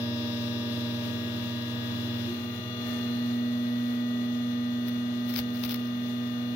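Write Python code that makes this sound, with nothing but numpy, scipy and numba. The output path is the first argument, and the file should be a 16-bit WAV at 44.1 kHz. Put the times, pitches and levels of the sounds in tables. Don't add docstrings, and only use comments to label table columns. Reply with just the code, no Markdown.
import sys
import numpy as np
from scipy import signal
from scipy.fft import rfft, irfft, next_fast_len
from scipy.io import wavfile
from scipy.ndimage import uniform_filter1d
from numba import njit

SR = 44100
rng = np.random.default_rng(int(sys.argv[2]) if len(sys.argv) > 2 else 0)


def gain_from_db(level_db):
    decades = np.asarray(level_db, float) / 20
    return 10 ** decades


def generate_wav(sig):
    pcm = np.round(np.clip(np.atleast_2d(sig).T, -1, 1) * 32767).astype(np.int16)
    wavfile.write(sys.argv[1], SR, pcm)


N = 288855
STEP = 64
START_HZ = 118.65
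BALLS_PER_TURN = 2.5975

# start_s, grip_eased (0-1), let_go (0-1), pulp_clear (0-1)
HOUSING = [
    (0, 0.19, 0, .01),
    (1.0, 0.08, 0.08, .01),
    (1.15, 0.63, 0.16, .01),
    (1.9, 0.85, 0.08, .01),
    (2.1, 1, 0.1, .01),
    (2.27, 0.6, .01, .01),
    (2.3, .99, 0.9, 0.25),
    (3.0, 0.9, .99, 0.04),
    (3.6, .99, 0.94, 0.78),
    (6.55, 0.6, 0.9, 1),
]


def clock():
    return np.arange(N // STEP + 2) * STEP / SR


def in_time(rows):
    s, *columns = np.transpose(rows)
    return [np.interp(clock(), s, c) for c in columns]


def fine(control):
    return np.interp(np.arange(N) / STEP, np.arange(len(control)), control)


def at_hz(points, hz, axis=1):
    points = np.array(points)
    return np.interp(np.log(hz), np.log(points[:, 0]), points[:, axis])


def drift(rate):
    r = np.exp(-2 * np.pi * STEP * rate / SR)
    slow = signal.lfilter([1], [1, -2 * r, r * r], rng.standard_normal(N // STEP + 2002))[2000:]
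    return slow / np.sqrt(np.mean(slow ** 2) + 1e-20)


def speed():
    let_go_s, creep_hz_per_s = 2.31, .3
    free_hz, settle_s = 120.99, .88
    held = START_HZ + creep_hz_per_s * np.minimum(clock(), let_go_s)
    return free_hz + (held - free_hz) * np.exp(-np.maximum(clock() - let_go_s, 0) / settle_s)


@njit
def sines(turns, left, right, lead, size, step):
    out = np.empty((2, size))
    for n in range(size):
        k, part = n // step, (n % step) / step
        if part == 0:
            pointer = np.exp(2j * np.pi * (turns[k] % 1))
            turn = np.exp(2j * np.pi * (turns[k + 1] - turns[k]) / step)
        out[0, n] = (left[k] + part * (left[k + 1] - left[k])) * (pointer * lead[k]).imag
        out[1, n] = (right[k] + part * (right[k + 1] - right[k])) * pointer.imag
        pointer *= turn
    return out


def tone(turns, left_db, right_db, lead, start=None):
    left, chance = np.sqrt(2) * gain_from_db(left_db), rng.random()
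    start = chance if start is None else start
    return sines(turns + start, left, left * gain_from_db(right_db), np.exp(1j * (lead + 0 * turns)), N, STEP)


def singing(turns):
    # gripped_db, eased_db, freed_db, swell_db, peak_hz (rotor speed at resonance)
    singers = [
        (-56, -59, -49.5, -2.5, 120.5),
        (-59, -54, -54, 5.5, 120.68),
        (-49, -49.5, -48, -5, 120.7),
        (-45, -43.5, -48, 6.5, 120.1),
    ]
    # rotor_hz, right_minus_left_db, left_lead_rad
    tenth_path = [(118.7, -1, -.6), (119.2, -2, .4), (119.35, -6, 1.7), (119.75, -6, 1.5),
                  (120.25, -1, 1.7), (120.7, -9, 2.5), (120.85, -20, 3.5), (120.93, -13, 4.6)]
    (eased, let_go, clear), hz = in_time(HOUSING), speed()
    orders = 10, 16, 9 * BALLS_PER_TURN, 11 * BALLS_PER_TURN
    loaded_right_db, clear_right_db = (0.0, -4, -14, -17), (-19, -23, -16, -20)
    leads = -.2, .5, 1.4, -2.5
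    width_hz, waver_db = .25, .8
    out = 0
    for k, (gripped_db, eased_db, freed_db, swell_db, peak_hz) in enumerate(singers):
        held = gripped_db + eased * (eased_db - gripped_db)
        level = held + let_go * (freed_db - held) + waver_db * drift(1.5) + .6 * drift(12)
        level += swell_db * np.exp(-((hz - peak_hz) / width_hz) ** 2)
        right_db = loaded_right_db[k] + clear * (clear_right_db[k] - loaded_right_db[k])
        lead = leads[k]
        if k == 0:
            path_hz, path_db, path_lead = np.transpose(tenth_path)
            right_db, lead = np.interp(hz, path_hz, path_db), np.interp(hz, path_hz, path_lead)
        out = out + tone(orders[k] * (turns + .0003 * drift(9.0)), level, right_db, lead)
    return out


def whine(turns, table, per_turn, settle_db, flutter_db, wander):
    # multiple_of_turn, rotor_hz, width_hz, swell_db
    crossings = [(4, 119.36, .06, -6), (5, 119.7, .3, -8), (8, 119.35, .15, -4), (8, 120.75, .35, -5),
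                 (13, 120.95, .1, 3), (14, 119.7, .25, -12), (14, 120.9, .25, -6), (23, 120.8, .15, -6),
                 (24, 119.6, .3, 7), (29, 119.25, .2, 2), (29, 120.8, .3, -4), (29.825, 120.1, .3, 3),
                 (29.825, 120.83, .07, -4), (33.77, 120.35, .15, 2), (33.77, 120.8, .18, -3),
                 (36.37, 119.7, .2, -8), (43, 119.25, .12, -6)]
    # frequency_hz, left_lead_rad
    leads = [(300, .2), (830, .55), (950, -1.5), (1240, -.8), (1430, -3.6), (1720, -3.1), (1770, -5.3),
             (1950, -5.4), (2040, -2.4)]
    strike_from, strike_spread = 36.5, .15
    eased, let_go, clear = in_time(HOUSING)
    out, hz, rock = np.zeros((2, N)), speed(), wander * drift(9.0)
    for multiple, gripped_db, eased_db, loose_db, right_db in table:
        order = multiple * per_turn
        held = gripped_db + eased * (eased_db - gripped_db)
        free = loose_db + clear * settle_db
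        late_s = .53 if 14.5 < order < 15.5 else rng.random() / order
        freed = np.pad(let_go, (int(late_s * SR / STEP), 0), "edge")[:len(let_go)]
        level = held + freed * (free - held) + flutter_db * (drift(2.0) + 0.56 * drift(12))
        for met, met_hz, width_hz, swell_db in crossings:
            if abs(met - order) < .05:
                level += swell_db * np.exp(-((hz - met_hz) / width_hz) ** 2)
        lead = at_hz(leads, order * START_HZ) + rng.normal(0, .25)
        if order > strike_from and order == multiple:
            start = strike_spread * rng.normal() - lead / (2 * np.pi)
            out += tone(order * (turns + rock), level, right_db, lead, start)
        else:
            out += tone(order * (turns + wander * drift(9.0)), level, right_db, lead)
    return out


def cutter_teeth(turns):
    # multiple_of_turn, gripped_db, eased_db, freed_db, right_minus_left_db
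    teeth = [(3, -50, -52, -54, -2.5), (4, -52, -54.5, -52.5, 2), (7, -59.5, -63, -61, -3),
             (8, -52, -55, -64, 0), (12, -67, -67, -53.5, -5), (14, -47.5, -47, -57, -9),
             (15, -61, -63, -52, -9), (17, -69, -66, -63, -4), (18, -65, -63, -56, -5),
             (19, -66, -69, -66, -6), (20, -64, -63, -62, -4), (21, -64, -61, -62, -9),
             (22, -57, -59, -67, -5), (24, -62, -54, -62, -6), (25, -61, -55, -64, -12)]
    return whine(turns, teeth, 1, -5, flutter_db=1.3, wander=.0003)


def brush_buzz(turns):
    # multiple_of_turn, gripped_db, eased_db, freed_db, right_minus_left_db
    brushes = [(27, -60.5, -59, -70, -11), (28, -60.5, -59, -57, -15), (29, -58, -51, -56, -17),
               (30, -56, -54, -60, -17), (33, -58, -56, -60, -14), (34, -53, -59, -60, -14),
               (35, -67, -60, -70, -7), (36, -55.5, -57, -63, -10), (37, -65, -70, -70, -9),
               (38, -68, -62, -72, -17), (39, -55, -61, -68, -16), (40, -57, -58, -67, -15),
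               (41, -56, -65, -71, -16), (42, -52, -62, -75, -18), (43, -52, -58, -75, -17),
               (44, -62, -68, -72, -17), (45, -55.5, -52.5, -80, -18), (46, -57, -66, -82, -18),
               (47, -61, -62, -77, -14), (48, -55.5, -71, -85, -18), (49, -68, -73, -65, -14)]
    return whine(turns, brushes, 1, -5, flutter_db=1.3, wander=.0003)


def bare_rotor(turns):
    # multiple_of_turn, gripped_db, eased_db, freed_db, right_minus_left_db
    rotor = [(5, -47, -52.5, -56.5, 1), (6, -80, -72, -63, 3), (9, -60, -59, -64, -9),
             (13, -59, -59, -59.5, -7), (23, -53, -53, -56.5, -12), (26, -52.5, -52, -61.5, -9),
             (31, -50, -50.5, -63, -19), (32, -48, -52, -63, -21)]
    return whine(turns, rotor, 1, 0, flutter_db=1.0, wander=.0003)


def bearing(turns):
    # multiple_of_ball_pass, gripped_db, eased_db, freed_db, right_minus_left_db
    balls = [(1, -49.5, -51, -56, -.5), (2, -54, -55, -52.5, -1), (4, -59, -56, -57.5, -3),
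             (7, -72, -69, -66, -10), (8, -60, -63, -60, -13), (12, -54, -55, -58, -17),
             (13, -49, -49, -48.5, -21), (14, -60, -62, -53, -14), (16, -76, -66, -67, -18),
             (19, -58, -58, -57, -19)]
    return whine(turns, balls, BALLS_PER_TURN, -4.5, flutter_db=1.2, wander=.0003)


def side_tones(turns):
    # multiple_of_turn, gripped_db, eased_db, freed_db, right_minus_left_db
    sidebands = [(5.4, -56, -56, -60, -4), (6.825, -71, -73, -64, -11), (8.8, -64, -64, -68, -1),
                 (16.85, -63, -65, -73, -18), (18.6, -68, -74, -64, -20), (23.75, -70, -64, -69, -16),
                 (25.425, -65, -63, -64, -11), (26.4, -68, -68, -63, -15), (28.2, -72, -67, -61, -17),
                 (29.825, -49, -54, -53, -23), (30.825, -51, -58, -59, -20), (32.8, -69, -69, -64, -26),
                 (33.4, -75, -70, -62, -23), (34.175, -64, -62, -61, -23)]
    return whine(turns, sidebands, 1, -3, flutter_db=1.5, wander=.0004)


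def faint_balls(turns):
    clear = in_time(HOUSING)[2]
    out = 0
    for k in range(20, 25):
        level = -73 - 5 * clear + 2.5 * drift(2.0)
        out = out + tone(k * BALLS_PER_TURN * turns, level, -10.5, lead=k)
    return out


def unbalance(turns):
    # start_s, level_db
    twice = [(0.0, -32.5), (0.9, -33.5), (1.8, -35.5), (2.26, -33.5), (2.5, -35.5), (2.63, -41),
             (2.72, -40), (2.88, -32.5), (3.28, -28.5), (4.65, -29.5), (5.33, -30.5), (5.4, -31.5),
             (6.55, -31.5)]
    _, let_go, clear = in_time(HOUSING)
    held_db, free_db, waver_db = -38.5, -42, 1.0
    once = held_db + let_go * (free_db - held_db) - 1.2 * clear + waver_db * drift(3.0)
    rebound_s, rebound_db, rebound_width_s = 2.385, -12, .03
    once += rebound_db * np.exp(-((clock() - rebound_s) / rebound_width_s) ** 2)
    out = tone(turns, once - .8, 1.7, lead=0.18)
    return out + tone(2 * turns, in_time(twice)[0] - .9, 1.5, lead=0.31)


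def mains_hum():
    _, let_go, clear = in_time(HOUSING)
    loaded_db, clear_db, waver_db = -46, -57, 2.5
    level = loaded_db - 1.5 * let_go + 1.2 * drift(1.5)
    level += clear * (clear_db - loaded_db + waver_db * drift(1.5))
    hum = 100.2 * clock()
    out = tone(hum, level - 1.5, 3.4, lead=0.089)
    out += tone(4 * hum, 3.5 * drift(1.5) - 61, 1.5, lead=.3)
    return out + tone(2 * hum, 3.5 * drift(4.0) - 56, 1.1, lead=.2)


def wind(turns):
    # frequency_hz, level_db
    wind_colour = [(30, -20.5), (85, -10), (160, -1.5), (280, 1), (450, -6), (800, -13), (1500, -12),
                   (2500, -14.2), (3600, -15), (5200, -24), (8000, -10.5), (15500, -16)]
    # start_s, level_db
    load = [(0, .5), (1.8, 1), (2.25, 1.5), (2.35, 0), (2.76, -.5), (2.88, 2), (3.1, 0.5), (3.5, -1.5),
            (4.4, -2.5), (5.5, -1.5), (5.9, -2.5), (6.55, -1.5)]
    load_db, let_go = in_time(load)[0], in_time(HOUSING)[1]
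    shake_db = -26 - 10 * let_go
    rumble_db, whoosh_db, hiss_db = load_db - 29.3, load_db - 25.5, load_db - 33.3
    out, together = 0, drift(4.0)
    edges = 25 * 2 ** np.arange(0, 9.6, .5)
    white = rng.standard_normal((2, 2, N))
    angle = 2 * np.pi * fine(turns)
    chop = 1 + .18 * np.sin(angle) + .22 * np.sin(2 * angle) + .1 * np.sin(3 * angle)
    for k, (low, high) in enumerate(zip(edges, edges[1:])):
        band_filter = signal.butter(2, [low, high], "band", fs=SR, output="sos")
        band = signal.sosfilt(band_filter, white[k % 2])
        hz = np.sqrt(low * high)
        if hz < 80:
            level = shake_db
        elif hz < 900:
            level = rumble_db
        else:
            level = whoosh_db if hz < 8000 else hiss_db
        flicker = 0.76 * together + 0.95 * drift(10)
        gain = fine(gain_from_db(at_hz(wind_colour, hz) + level + flicker))
        out = out + gain * band * (chop if hz > 2800 else 1)
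    return out


def puff(clicks, swell):
    r = np.exp(-1 / (swell * SR))
    return signal.lfilter([(1 - r) * np.e], [1, -2 * r, r * r], clicks)


def knife():
    # give_s, crunch_db, build_up_s (per 20 dB)
    strokes = [
        (4.884, -48.5, .024),
        (5.296, -48, .03),
        (5.39, -39.5, .1),
        (5.56, -57, .04),
        (5.616, -57, .2),
        (5.655, -45.5, .06),
        (5.72, -45.5, .07),
        (5.75, -50, .05),
        (5.88, -62, .4),
    ]
    # start_s, peak_db, dullness_db
    snaps = [(1.6227, -42, 2), (2.908, -52, 8), (3.261, -37, -14), (4.8808, -41, -3), (5.2924, -37, -7),
             (5.3024, -42, -4), (5.339, -38.5, -0.5), (5.3475, -40, -11), (5.3608, -31, 1),
             (5.3734, -34, -7), (5.3784, -34, -4), (5.389, -39, -3), (5.397, -35, -6), (5.5493, -40, -3),
             (5.5692, -42, -6), (5.5746, -43, -9), (5.5921, -42, -9), (5.6371, -34, 4.5), (5.649, -28, -10),
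             (5.6605, -28, -18), (5.693, -36, 2), (5.7004, -34, -4), (5.708, -24, -10), (5.7113, -38, -7),
             (5.7277, -41, -12), (5.742, -23, -19), (5.7437, -36.5, 0), (5.7574, -32, -10),
             (5.7911, -46, -9), (5.8546, -43, -4), (5.872, -38, -8)]
    pressure, t = 0, clock()
    for s, crunch_db, build in strokes:
        fall_db = np.where(t < s, 20 * (s - t) / build, 800 * (t - s))
        pressure = pressure + gain_from_db(crunch_db - fall_db)
    sizes = gain_from_db(2.5 * np.minimum(rng.exponential(1, N), 3))
    struck = rng.random(N) < 1500 / SR
    grains = fine(pressure) * sizes * struck + 1e-18
    bright, dull = gain_from_db(1.0) * grains, gain_from_db(-1.5) * grains
    for s, peak_db, dull_db in snaps:
        bright[round(s * SR)] += gain_from_db(peak_db + 2.5)
        dull[round(s * SR)] += gain_from_db(peak_db + dull_db + 8.5)
    for layer, through_db in ((bright, -24), (dull, -22)):
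        layer[round(5.3885 * SR)] += gain_from_db(through_db)
    white = np.tanh(2 * rng.standard_normal((2, 2, N)))
    top_filter = signal.butter(2, 10500, "high", fs=SR, output="sos")
    body_filter = signal.butter(1, [1000, 6500], "band", fs=SR, output="sos")
    top = signal.sosfilt(top_filter, puff(bright, 0.00065) * white[0])
    return top + signal.sosfilt(body_filter, puff(dull, .001) * white[1])


def board():
    # start_s, level_db, thud_hz, swell_s
    thuds = [
        (2.271, -35.5, 350, 0.018),
        (5.385, -41, 72, 0.012),
        (5.645, -46, 70, 0.0091),
    ]
    t, out = np.arange(N) / SR, np.zeros(N)
    for s, level_db, hz, swell in thuds:
        age = np.maximum(t - s, 0)
        hump = age / swell * np.exp(1 - age / swell)
        out += gain_from_db(level_db) * hump * np.sin(2 * np.pi * hz * age)
    return out * gain_from_db([[-1.5], [1.5]])


def through_ports(mid, side):
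    # frequency_hz, left_db, right_minus_left_db, likeness (left-right, 0-1)
    ports = [(30, 0, 2, .9), (86.5, -1.5, 8.5, .95), (280, 1, 2, 0.58), (425, -1, 2.5, 1), (834, 0, 0, 0),
             (1100, -3.5, -3, 0), (1500, 0, -4.5, -.1), (2540, -0.5, -8, 0.08), (3720, 4.5, -12, -.2),
             (5300, 3, -15.5, -.2), (6930, -12, -7, .01), (8230, -24, -2, 0.05), (9080, -13.5, -5.5, .01),
             (10480, -8.5, -4, .01), (15450, 4.5, -13.5, 0.05)]
    size = next_fast_len(N + 4096)
    hz = np.maximum(np.arange(size // 2 + 1) * SR / size, 1)
    alike = np.clip(at_hz(ports, hz, axis=3), -1, 1)
    shared = np.sqrt(1 + alike) * rfft(mid, size)
    opposed = np.sqrt(1 - alike) * rfft(side, size) * [[1], [-1]]
    left_db = at_hz(ports, hz)
    right_db = left_db + at_hz(ports, hz, axis=2)
    cepstrum = irfft(np.log(gain_from_db([left_db, right_db])), size)
    cepstrum[:, 1:size // 2] *= 2
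    cepstrum[:, size // 2 + 1:] = 0
    colour = np.exp(rfft(cepstrum))
    return irfft((shared + opposed) * colour, size)[:, :N] / np.sqrt(2)


def thin_out(x):
    # frequency_hz, level_over_step_db
    steps = [(200, 46), (800, 20), (1600, 15), (3000, 20), (4400, 15), (5200, 12), (6200, 6), (7100, 1),
             (7700, -8), (8300, -13), (8900, -9), (9400, 0), (10300, -2), (11500, 3), (13000, 7),
             (15500, 6)]
    hop, start = 1024, 870
    n, k = np.arange(2 * hop), np.arange(hop)
    window = np.sin(np.pi * (n + .5) / (2 * hop))
    basis = window[:, None] * np.cos(np.pi / hop * np.outer(n + .5 + hop / 2, k + .5))
    padding = 2 * hop - start, 3 * hop - (N - start) % hop
    blocks = np.pad(x, ((0, 0), padding)).reshape(2, -1, hop)
    lines = np.concatenate([blocks[:, :-1], blocks[:, 1:]], axis=2) @ basis
    power = np.mean(lines.reshape(2, -1, 64, 16) ** 2, axis=3)
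    band = np.sqrt(np.repeat(power, 16, axis=2))
    hz = (k + .5) * SR / (2 * hop)
    usual = np.median(band.max(axis=0), axis=0)
    chance = uniform_filter1d(rng.standard_normal((1, lines.shape[1], 64)), 2, axis=1)
    jitter = np.repeat(gain_from_db(6.5 * chance), 16, axis=2)
    step = np.maximum(usual, band / 2) * gain_from_db(-at_hz(steps, hz)) * jitter
    top_hz = np.where(band > 2 * usual, 15920, 15760)
    kept = (band > step / 6) & (hz < top_hz)
    lines = np.sign(lines) * np.floor(np.abs(lines) / step + .4) * step * kept
    halves = lines @ basis.T * 2 / hop
    out = halves[:, 1:, :hop] + halves[:, :-1, hop:]
    return out.reshape(2, -1)[:, hop - start:][:, :N]


def scene():
    turns = np.cumsum(speed()) * STEP / SR
    out = singing(turns) + cutter_teeth(turns) + brush_buzz(turns) + bare_rotor(turns)
    out += bearing(turns) + side_tones(turns) + faint_balls(turns)
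    out += unbalance(turns) + mains_hum()
    return out + through_ports(*(wind(turns) + knife())) + board()


def band_limit(x):
    return signal.sosfilt(signal.butter(12, 15950, fs=SR, output="sos"), x)


def record(dry):
    mix = thin_out(dry)
    return band_limit(mix)


dry = scene()
out = record(dry)
generate_wav(out)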